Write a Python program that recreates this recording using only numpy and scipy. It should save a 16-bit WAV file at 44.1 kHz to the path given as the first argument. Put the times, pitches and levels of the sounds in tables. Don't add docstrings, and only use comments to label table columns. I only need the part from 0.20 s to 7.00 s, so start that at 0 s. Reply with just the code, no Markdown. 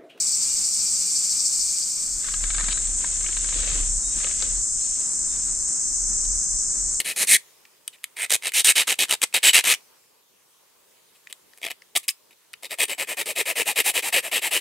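import sys
import numpy as np
from scipy import signal
from scipy.fft import rfft, irfft
from scipy.io import wavfile

SR = 44100
rng = np.random.default_rng(int(sys.argv[2]) if len(sys.argv) > 2 else 0)


def dump(signal):
    limited = np.clip(np.atleast_2d(signal).T, -1, 1)
    pcm = np.round(limited * 32767).astype(np.int16)
    wavfile.write(sys.argv[1], SR, pcm)


N = 299880
T = np.arange(N) / SR
HZ = np.fft.rfftfreq(N, 1 / SR)


def amp(db):
    return np.exp(np.log(10) * np.asarray(db) / 20)


def unit(x):
    return x / np.sqrt(np.mean(x ** 2) + 1e-20)


def peaked(x, db):
    return amp(db) * x / np.max(abs(x))


def read(points):
    hz, value = np.transpose(points)
    return np.interp(np.log(HZ + 1), np.log(hz + 1), value)


def level(rows):
    return amp(np.interp(T, *np.transpose(rows)))


def plateau(start, hold, rise_db, fall_db):
    before = np.maximum(start - T, 0)
    after = np.maximum(T - start - hold, 0)
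    return amp(-abs(rise_db) * before - abs(fall_db) * after)


def colour(x, spectrum, lines=()):
    peaks = sum(db / (1 + (2 * (HZ - hz) / width) ** 2) for hz, width, db in lines)
    return unit(irfft(rfft(x) * amp(read(spectrum) + peaks), N))


def band(x, hz):
    octave = signal.butter(3, [hz / 1.5, hz * 1.35], "band", fs=SR, output="sos")
    return signal.sosfilt(octave, x)


def drift(hz):
    return unit(irfft(rfft(rng.standard_normal(N)) / (1 + (HZ / hz) ** 4), N))


def pan(db):
    return amp(np.array([[db], [-db]]) / 2)


def spread(pair, side_db):
    return pair[0] + np.array([[1], [-1]]) * amp(side_db) * pair[1]


def add(mix, s, sound):
    part = mix[max(round(s * SR), 0):][:len(sound)]
    part += sound[:len(part)]


def scatter(x, t60):
    t = T[:SR // 2]
    is_tap = rng.random((2, len(t))) < .05
    taps = rng.standard_normal((2, len(t))) * is_tap * amp(-60 * t / t60)
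    taps /= np.linalg.norm(taps, axis=1, keepdims=True)
    return signal.fftconvolve(x[None], taps, axes=1)[:, :N]


def tymbals(count, rib_hz, stroke_hz, flutter_db):
    out = np.zeros(N)
    for _ in range(count):
        ribs, strokes, flutter = rng.uniform(.7, 1.3, 3)
        gaps = 1 + .12 * rng.standard_normal(9000)
        s = np.cumsum(gaps) / (rib_hz * ribs)
        size = 1 + np.cos(2 * np.pi * (stroke_hz * strokes * s + rng.random()))
        size *= amp(flutter_db * np.sin(2 * np.pi * (10 * flutter * s + rng.random())))
        clicks = size * rng.choice([-1, 1], len(s))
        at = (s * SR).astype(int)
        out += np.bincount(at[at < N], clicks[at < N], N)
    return unit(out)


def tone(hz, waver):
    flicker_db = 1.8
    turns = np.cumsum(hz * (1 + waver * drift(50))) / SR
    return np.sin(2 * np.pi * turns) * amp(flicker_db * drift(9.3))


def chorus(table, meadow):
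    # (frequency [Hz], relative level [dB per Hz])
    table_colour = [(2500, -100), (3800, -31), (4500, -16.5), (5250, -13.5), (5600, -10), (6300, -9.5),
                    (6800, -9.5), (7300, -3.5), (7900, -3), (8500, -5.5), (9100, -13.5), (9700, -25.5),
                    (10400, -33), (12300, -28), (15500, -37)]
    meadow_colour = [(2500, -75), (4000, -35.5), (4900, -26.5), (5250, -37.5), (5900, -30), (6350, -16),
                     (6800, -4.5), (7600, 0), (8500, -6.5), (9100, -12.5), (9700, -22), (10300, -29.5),
                     (10900, -70.5), (15000, -37)]
    # (frequency [Hz], width [Hz], boost [dB])
    table_lines = [(7230, 120, 1), (7780, 110, 1.5), (7990, 80, -3), (8570, 100, 2)]
    meadow_lines = [(5540, 67, 5.4), (6500, 56, 1.1), (7900, 35, 2.1), (7140, 41, 0.86), (7930, 47, 3.1),
                    (8580, 130, 4.7)]
    table_db, meadow_db = -23.0, -25.5
    near = np.array([tymbals(count=14, rib_hz=685.0, stroke_hz=167.2, flutter_db=-3.5) for _ in range(2)])
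    far = np.array([tymbals(count=30, rib_hz=697.2, stroke_hz=110.1, flutter_db=0.5) for _ in range(2)])
    near = colour(spread(near, side_db=-10.5), table_colour, table_lines)
    near = near * amp(table_db + .5 * drift(37)) * pan(db=1.0)
    far = colour(spread(far, side_db=-20.5), meadow_colour, meadow_lines)
    far = far * amp(meadow_db + 0.35 * drift(36)) * pan(db=1.5)
    return table * near + meadow * far


def throbber(table):
    # (time [s], level [dB])
    throb_times = [(.01, -31), (.08, -30), (.14, -29), (.228, -28.5), (.307, -35), (.38, -30), (.445, -33),
                   (.535, -31), (.605, -28), (.677, -32), (.765, -30), (.82, -34), (.9, -33), (.968, -28),
                   (1.048, -33), (1.115, -29.5), (1.201, -27.5), (1.264, -28.5), (1.345, -31),
                   (1.412, -28.5), (1.489, -31.5), (1.57, -32), (1.629, -28.5), (1.715, -33), (1.789, -32),
                   (1.859, -35), (1.935, -33)]
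    # (frequency [Hz], relative level [dB per Hz])
    throb_colour = [(3000, -42), (3900, -18), (4500, -6), (5200, -5), (5600, -2), (6300, -1), (7000, -7),
                    (8300, -9), (9300, -20), (10500, -37)]
    # (frequency [Hz], width [Hz], boost [dB])
    throb_lines = [(4494, 35, 8), (4591, 40, 8), (4685, 40, 8), (4832, 60, 6), (4956, 40, 8), (5131, 35, 6),
                   (5490, 110, 10), (5690, 80, 4), (5950, 70, 4)]
    # (frequency [Hz], level against one another [dB])
    strand_table = [(4320, -22), (4494, -16), (4591, -15), (4685, -16), (4832, -16), (4956, -13),
                    (5131, -14), (5336, -17), (5462, -11)]
    width_s, between_db = 0.0145, -38
    throbs = sum(amp(db) * np.exp(-.5 * ((T - s) / width_s) ** 2) for s, db in throb_times)
    swell = np.hypot(throbs, amp(between_db))
    clicks = np.array([tymbals(count=14, rib_hz=702.0, stroke_hz=161.7, flutter_db=0.0) for _ in range(2)])
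    voice = colour(spread(clicks, side_db=-8), throb_colour, throb_lines)
    strands = sum(amp(db) * tone(hz, waver=.0025) for hz, db in strand_table)
    return table * (voice + amp(-1.0) * strands) * swell * pan(db=5.5)


def low_group():
    # (time [s], level [dB])
    swell = [(0, -56), (2.2, -35), (3.5, -33), (4.6, -31.5), (5.3, -32.5), (5.8, -29), (6.4, -28.5),
             (6.8, -32.5)]
    # (frequency [Hz], relative level [dB per Hz])
    low_colour = [(3000, -86), (4400, -28), (4950, -4), (5250, 0.5), (5500, 4), (5900, 6.5), (6350, 13.5),
                  (6900, -2.5), (8000, -65.5)]
    # (frequency [Hz], width [Hz], boost [dB])
    low_lines = [(5270, 160, 2.3), (5640, 60, 2.7), (6110, 90, 3), (6640, 160, 11)]
    clicks = np.array([tymbals(count=14, rib_hz=595.2, stroke_hz=98.66, flutter_db=2.5) for _ in range(2)])
    return colour(spread(clicks, side_db=-1.5), low_colour, low_lines) * level(swell) * pan(db=1.5)


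def whines():
    # (time [s], hold [s], start pitch [Hz], end pitch [Hz], level [dB],
    # pitch waver [share])
    whine_table = [(0, 1.3, 7230, 7220, -38, .002), (0, 1.3, 7770, 7790, -37, .002),
                   (2.3, 1.9, 6150, 6195, -45, .003), (3.05, .45, 6135, 6135, -43, .001),
                   (2.8, 1.3, 5510, 5570, -47, .006), (4.3, 1, 5085, 5135, -51.5, .0015),
                   (4.6, 1.7, 5230, 5340, -49.5, .009), (4.5, 1.4, 6235, 6280, -43, .002),
                   (5.5, .7, 5875, 5900, -44, .002), (5.6, .7, 6360, 6400, -42, .002)]
    slope = 50
    out = np.zeros(N)
    for s, hold, start_hz, end_hz, db, waver in whine_table:
        hz = np.interp(T, [s, s + hold], [start_hz, end_hz])
        out += amp(db) * tone(hz, waver) * plateau(s, hold, slope, slope)
    return out * pan(db=-1.0)


def rumble(shake_hz=34.35, wander=0.057):
    # (time at full strength [s], hold [s], level before the lulls [dB], rise [dB per s])
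    gust_table = [(.35, .02, -51, 200), (1.393, .02, -48.5, 250), (1.93, 0.036, -43.5, 120),
                  (2.174, .57, -33, 130), (2.92, 0.26, -38, 120), (3.22, .05, -33.5, 92),
                  (3.397, 0.45, -29, 52), (3.95, 0.31, -37.5, 60), (4.293, 0.12, -35, 112),
                  (4.517, 0.027, -37, 88), (4.72, .02, -46, 150), (4.995, 0.45, -43, 150),
                  (5.84, 0.14, -38.5, 66), (6.07, 0.097, -32.5, 150), (6.32, .03, -34.5, 220),
                  (6.464, 0.025, -40.5, 100), (6.64, 0.055, -35.5, 90)]
    # (frequency [Hz], relative level [dB per Hz])
    buffet_colour = [(5, -13), (20, 6), (35, 11), (55, -1.5), (90, -13.5), (135, -11.5), (250, -22.5),
                     (450, -47), (700, -32), (3000, -79)]
    fall, calm_db = 127, -62
    lull_db, lulls_hz = 1.5, 7.8
    turn = 2 * np.pi * np.cumsum(shake_hz * (1 + wander * drift(10.1))) / SR
    shake = unit(np.sin(turn) + amp(-17.5) * np.sin(2 * turn))
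    swells = [amp(db) * plateau(s, hold, rise, fall) for s, hold, db, rise in gust_table]
    wind = np.max(swells, axis=0)
    lulls = amp(lull_db * (1 - drift(lulls_hz) ** 2))
    force = np.hypot(wind, amp(calm_db)) * lulls
    share = force ** 2 / (force ** 2 + amp(-41) ** 2) * .93
    buffets = colour(spread(rng.standard_normal((2, N)), side_db=-15.0), buffet_colour)
    return force * (np.sqrt(share) * shake + np.sqrt(1 - share) * buffets) * pan(db=0.5)


def body(pitch):
    # (frequency at pitch 1 [Hz], relative level [dB], time to fall 60 dB [s])
    modes = [(1330, -4, .02), (1620, 0, .028), (1850, 0, .019), (2240, -1, .024), (2620, -10, .018),
             (2980, -7, .02), (3720, -1.5, .016), (4060, -1.5, .015), (4700, -8, .016)]
    t = T[:2048]
    onset = 1 - np.exp(-t / .0002)
    return onset * sum(amp(db - 60 * t / t60) * np.cos(2 * np.pi * hz * pitch * t) for hz, db, t60 in modes)


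def clatter(decay_s):
    t = T[:4096]
    return rng.standard_normal(len(t)) * np.exp(-t / decay_s) * (1 - np.exp(-t / .001))


def snap():
    return np.append(3.2, clatter(decay_s=0.0027))


def ticks():
    # (time [s], peak of the ring before tick_db [dB],
    # peak of the clack before tick_db [dB], pitch of the clack [Hz])
    tick_table = [(2.043, -36, -36, 3820), (2.085, -30, -39, 1700), (2.139, -30, -30, 4030),
                  (2.2384, -27.5, -28, 4040), (2.3023, -27, -33, 4000), (2.346, -27, -30, 3900),
                  (2.381, -25.5, -30, 3600), (2.3962, -32, -28.5, 1440), (2.407, -25.5, -35, 1320),
                  (2.4416, -28.5, -36, 3600), (2.4837, -25, -37, 3900), (2.509, -39, -26, 3580),
                  (2.5172, -35, -26, 3550), (2.526, -33, -22.5, 3760), (2.573, -31, -43, 4000),
                  (2.6715, -41, -33, 3600), (2.842, -27.5, -30, 1250), (3.008, -38, -46, 3300),
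                  (3.0423, -34, -42, 1700), (3.063, -41, -27, 2480), (3.0873, -31, -37, 3000),
                  (3.128, -46, -33, 2500), (3.168, -31, -34, 3020), (3.174, -43, -33, 3300),
                  (3.243, -30.5, -40, 2940), (3.288, -33.5, -31, 3100), (3.325, -30.5, -38, 2800),
                  (3.3877, -40, -45, 3000), (3.4312, -31.5, -40, 2400), (3.476, -33, -32, 2640),
                  (3.516, -37, -42, 1790), (3.5568, -37, -39, 2900), (4.0023, -34.5, -43, 2400),
                  (4.032, -33.5, -37, 3700), (4.0438, -31.5, -27, 3000), (4.068, -30.5, -34, 3200),
                  (4.1117, -42, -34, 2500), (4.223, -29.5, -22.5, 4100), (4.81, -52, -39.5, 3400),
                  (6.05, -53, -38.5, 3700)]
    tick_db = 2
    out = np.zeros(N)
    for s, ring_db, clack_db, hz in tick_table:
        pitch = 1.0 + 0.02 * rng.standard_normal()
        ring = signal.fftconvolve(snap(), body(pitch))
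        add(out, s, peaked(ring, tick_db + ring_db))
        add(out, s, peaked(band(snap(), hz), tick_db + clack_db))
    echoes = amp(-9.5) * scatter(out, t60=.06)
    return out * pan(db=9.0) + echoes


def bumps():
    # (time [s], peak before bump_db [dB], pitch [Hz])
    bump_table = [(2.4, -39, 480), (2.427, -36, 169), (2.479, -36, 185), (3.086, -35.5, 278),
                  (3.354, -34, 330), (3.387, -38, 400), (3.431, -37, 520), (3.473, -34, 503),
                  (3.52, -34, 130), (3.55, -34.5, 330), (3.593, -37, 278), (3.962, -36, 257),
                  (4.041, -31, 487), (4.068, -37, 520), (4.225, -35, 440), (4.268, -38, 400)]
    bump_db = -3
    out = np.zeros(N)
    for s, db, hz in bump_table:
        add(out, s, peaked(band(clatter(decay_s=0.0093), hz), bump_db + db))
    return out * pan(db=3.0)


def rustle(grain_db=3.0, grains_per_s=5000):
    # (time [s], hold [s], level [dB], share of the power that rings the ticking body [0-1])
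    strokes = [(2.068, 0.016, -41.5, 0.26), (2.234, 0.27, -44, 0.25), (2.37, 0.15, -43.5, 0.1),
               (2.605, 0.061, -46, 0), (2.82, 0.48, -44, 0.03), (3.346, 0.22, -37, 0),
               (3.975, 0.12, -41, 0.01), (4.214, 0.05, -41.5, 0.02), (4.605, 0.22, -51, 0),
               (5.14, 0.12, -52.5, 0)]
    # (frequency [Hz], relative level [dB per Hz])
    slip_colour = [(60, -2), (140, 7.5), (250, 0), (550, 9.5), (850, 1), (1300, 6.5), (2400, 10),
                   (3000, 11), (3900, 11), (5000, 8.5), (8000, -55.5), (12000, -121)]
    rise, fall = 156, 89
    size = amp(grain_db * np.minimum(rng.exponential(1, (2, N)), 3)) * rng.standard_normal((2, N))
    slips = size * (rng.random((2, N)) < grains_per_s / SR)
    pair = np.array([slips[0], amp(-23.0) * slips[0] + amp(-10.5) * slips[1]])
    scrape = unit(signal.oaconvolve(pair, body(0.92)[None])[:, :N])
    power = np.array([amp(db) * plateau(s, hold, rise, fall) for s, hold, db, _ in strokes]) ** 2
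    share = np.clip([ringing for *_, ringing in strokes], 0, 1)
    return np.sqrt(share @ power) * scrape + np.sqrt((1 - share) @ power) * colour(pair, slip_colour)


def bird():
    # (time [s], length [s], start pitch [Hz], middle pitch [Hz], end pitch [Hz],
    # level before the arch of 0 to 1 [dB], pitch wobble [share])
    calls = [(2.465, .06, 3700, 3750, 3830, -46, .004), (2.52, .075, 3800, 3950, 3700, -45, .01),
             (2.84, .07, 4550, 4740, 4800, -53, .01), (3.1, .11, 4220, 4430, 4450, -51.5, .012),
             (3.825, .125, 3690, 3830, 3800, -50, .006), (4.15, .12, 4450, 4830, 5050, -51, .008),
             (4.315, .1, 3930, 4230, 4330, -53.5, .014), (4.607, .08, 3800, 4350, 4200, -47.5, .005),
             (5.08, .1, 3680, 3640, 3580, -53.5, .024)]
    out, waver = np.zeros(N), drift(200)
    for s, length, start, middle, end, db, wobble in calls:
        u = np.linspace(0, 1, round(length * SR))
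        glide = np.polyval(np.polyfit([0, .5, 1], [start, middle, end], 2), u)
        hz = glide * (1 + wobble * waver[round(s * SR):][:len(u)])
        arch = 2 * np.sqrt(u * (1 - u))
        add(out, s, amp(db) * arch * np.sin(2 * np.pi * np.cumsum(hz) / SR))
    return (out + amp(-3) * scatter(out, t60=.55)) * pan(db=8)


def air(spectrum, patchy_db, lines=()):
    # (frequency [Hz], likeness [0-1])
    likeness = [(60, 0.51), (150, 0.64), (400, 0.33), (1400, 0.38), (3100, 0.055)]
    # (frequency [Hz], left minus right [dB])
    balance = [(60, -1.5), (300, -1), (700, -0.5), (1300, 2.5), (2400, 5), (4500, 7)]
    a, b = rfft(rng.standard_normal((2, N)))
    same = np.clip(read(likeness), 0, 1)
    pair = np.array([a, same * a + np.sqrt(1 - same ** 2) * b])
    pair = pair * amp(np.outer([.5, -.5], read(balance)))
    return colour(irfft(pair, N), spectrum, lines) * amp(patchy_db * drift(9.0))


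def scene():
    # start [s], end [s]
    fade = [1.4, 2.4]
    # (frequency [Hz], relative level [dB per Hz])
    table_air = [(10, -34), (25, -7), (55, -6), (115, -14), (170, -7.5), (270, -9.5), (400, -14.5),
                 (850, -18.5), (1200, -13.5), (1750, -20), (2350, -14.5), (2900, -17), (4000, -9.5),
                 (9000, -61)]
    meadow_air = [(10, -4), (40, 6.5), (100, -9), (160, -1), (270, 0), (380, -7), (750, -12), (1010, -8.5),
                  (1450, -9.5), (2000, -13.5), (2500, -17.5), (3400, -22.5), (4500, -11), (9000, -72)]
    # (frequency [Hz], width [Hz], boost [dB])
    air_lines = [(2203, 24, 12), (2385, 43, 12.5), (2570, 45, 7), (2830, 38, 10)]
    meadow = np.interp(T, fade, [0, 1])
    table = 1 - meadow
    cicadas = chorus(table, meadow) + throbber(table) + low_group() + whines()
    close_by = rumble() + ticks() + bumps() + rustle()
    by_table = amp(-45.5) * air(table_air, patchy_db=1.0, lines=air_lines)
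    in_meadow = amp(-48.0) * air(meadow_air, patchy_db=2.0)
    return cicadas + close_by + bird() + table * by_table + meadow * in_meadow


def record(dry):
    low_pass = signal.firwin(511, 15600, window=("kaiser", 9), fs=SR)
    return signal.oaconvolve(dry, low_pass[None], "same")


dry = scene()
out = record(dry)
dump(out)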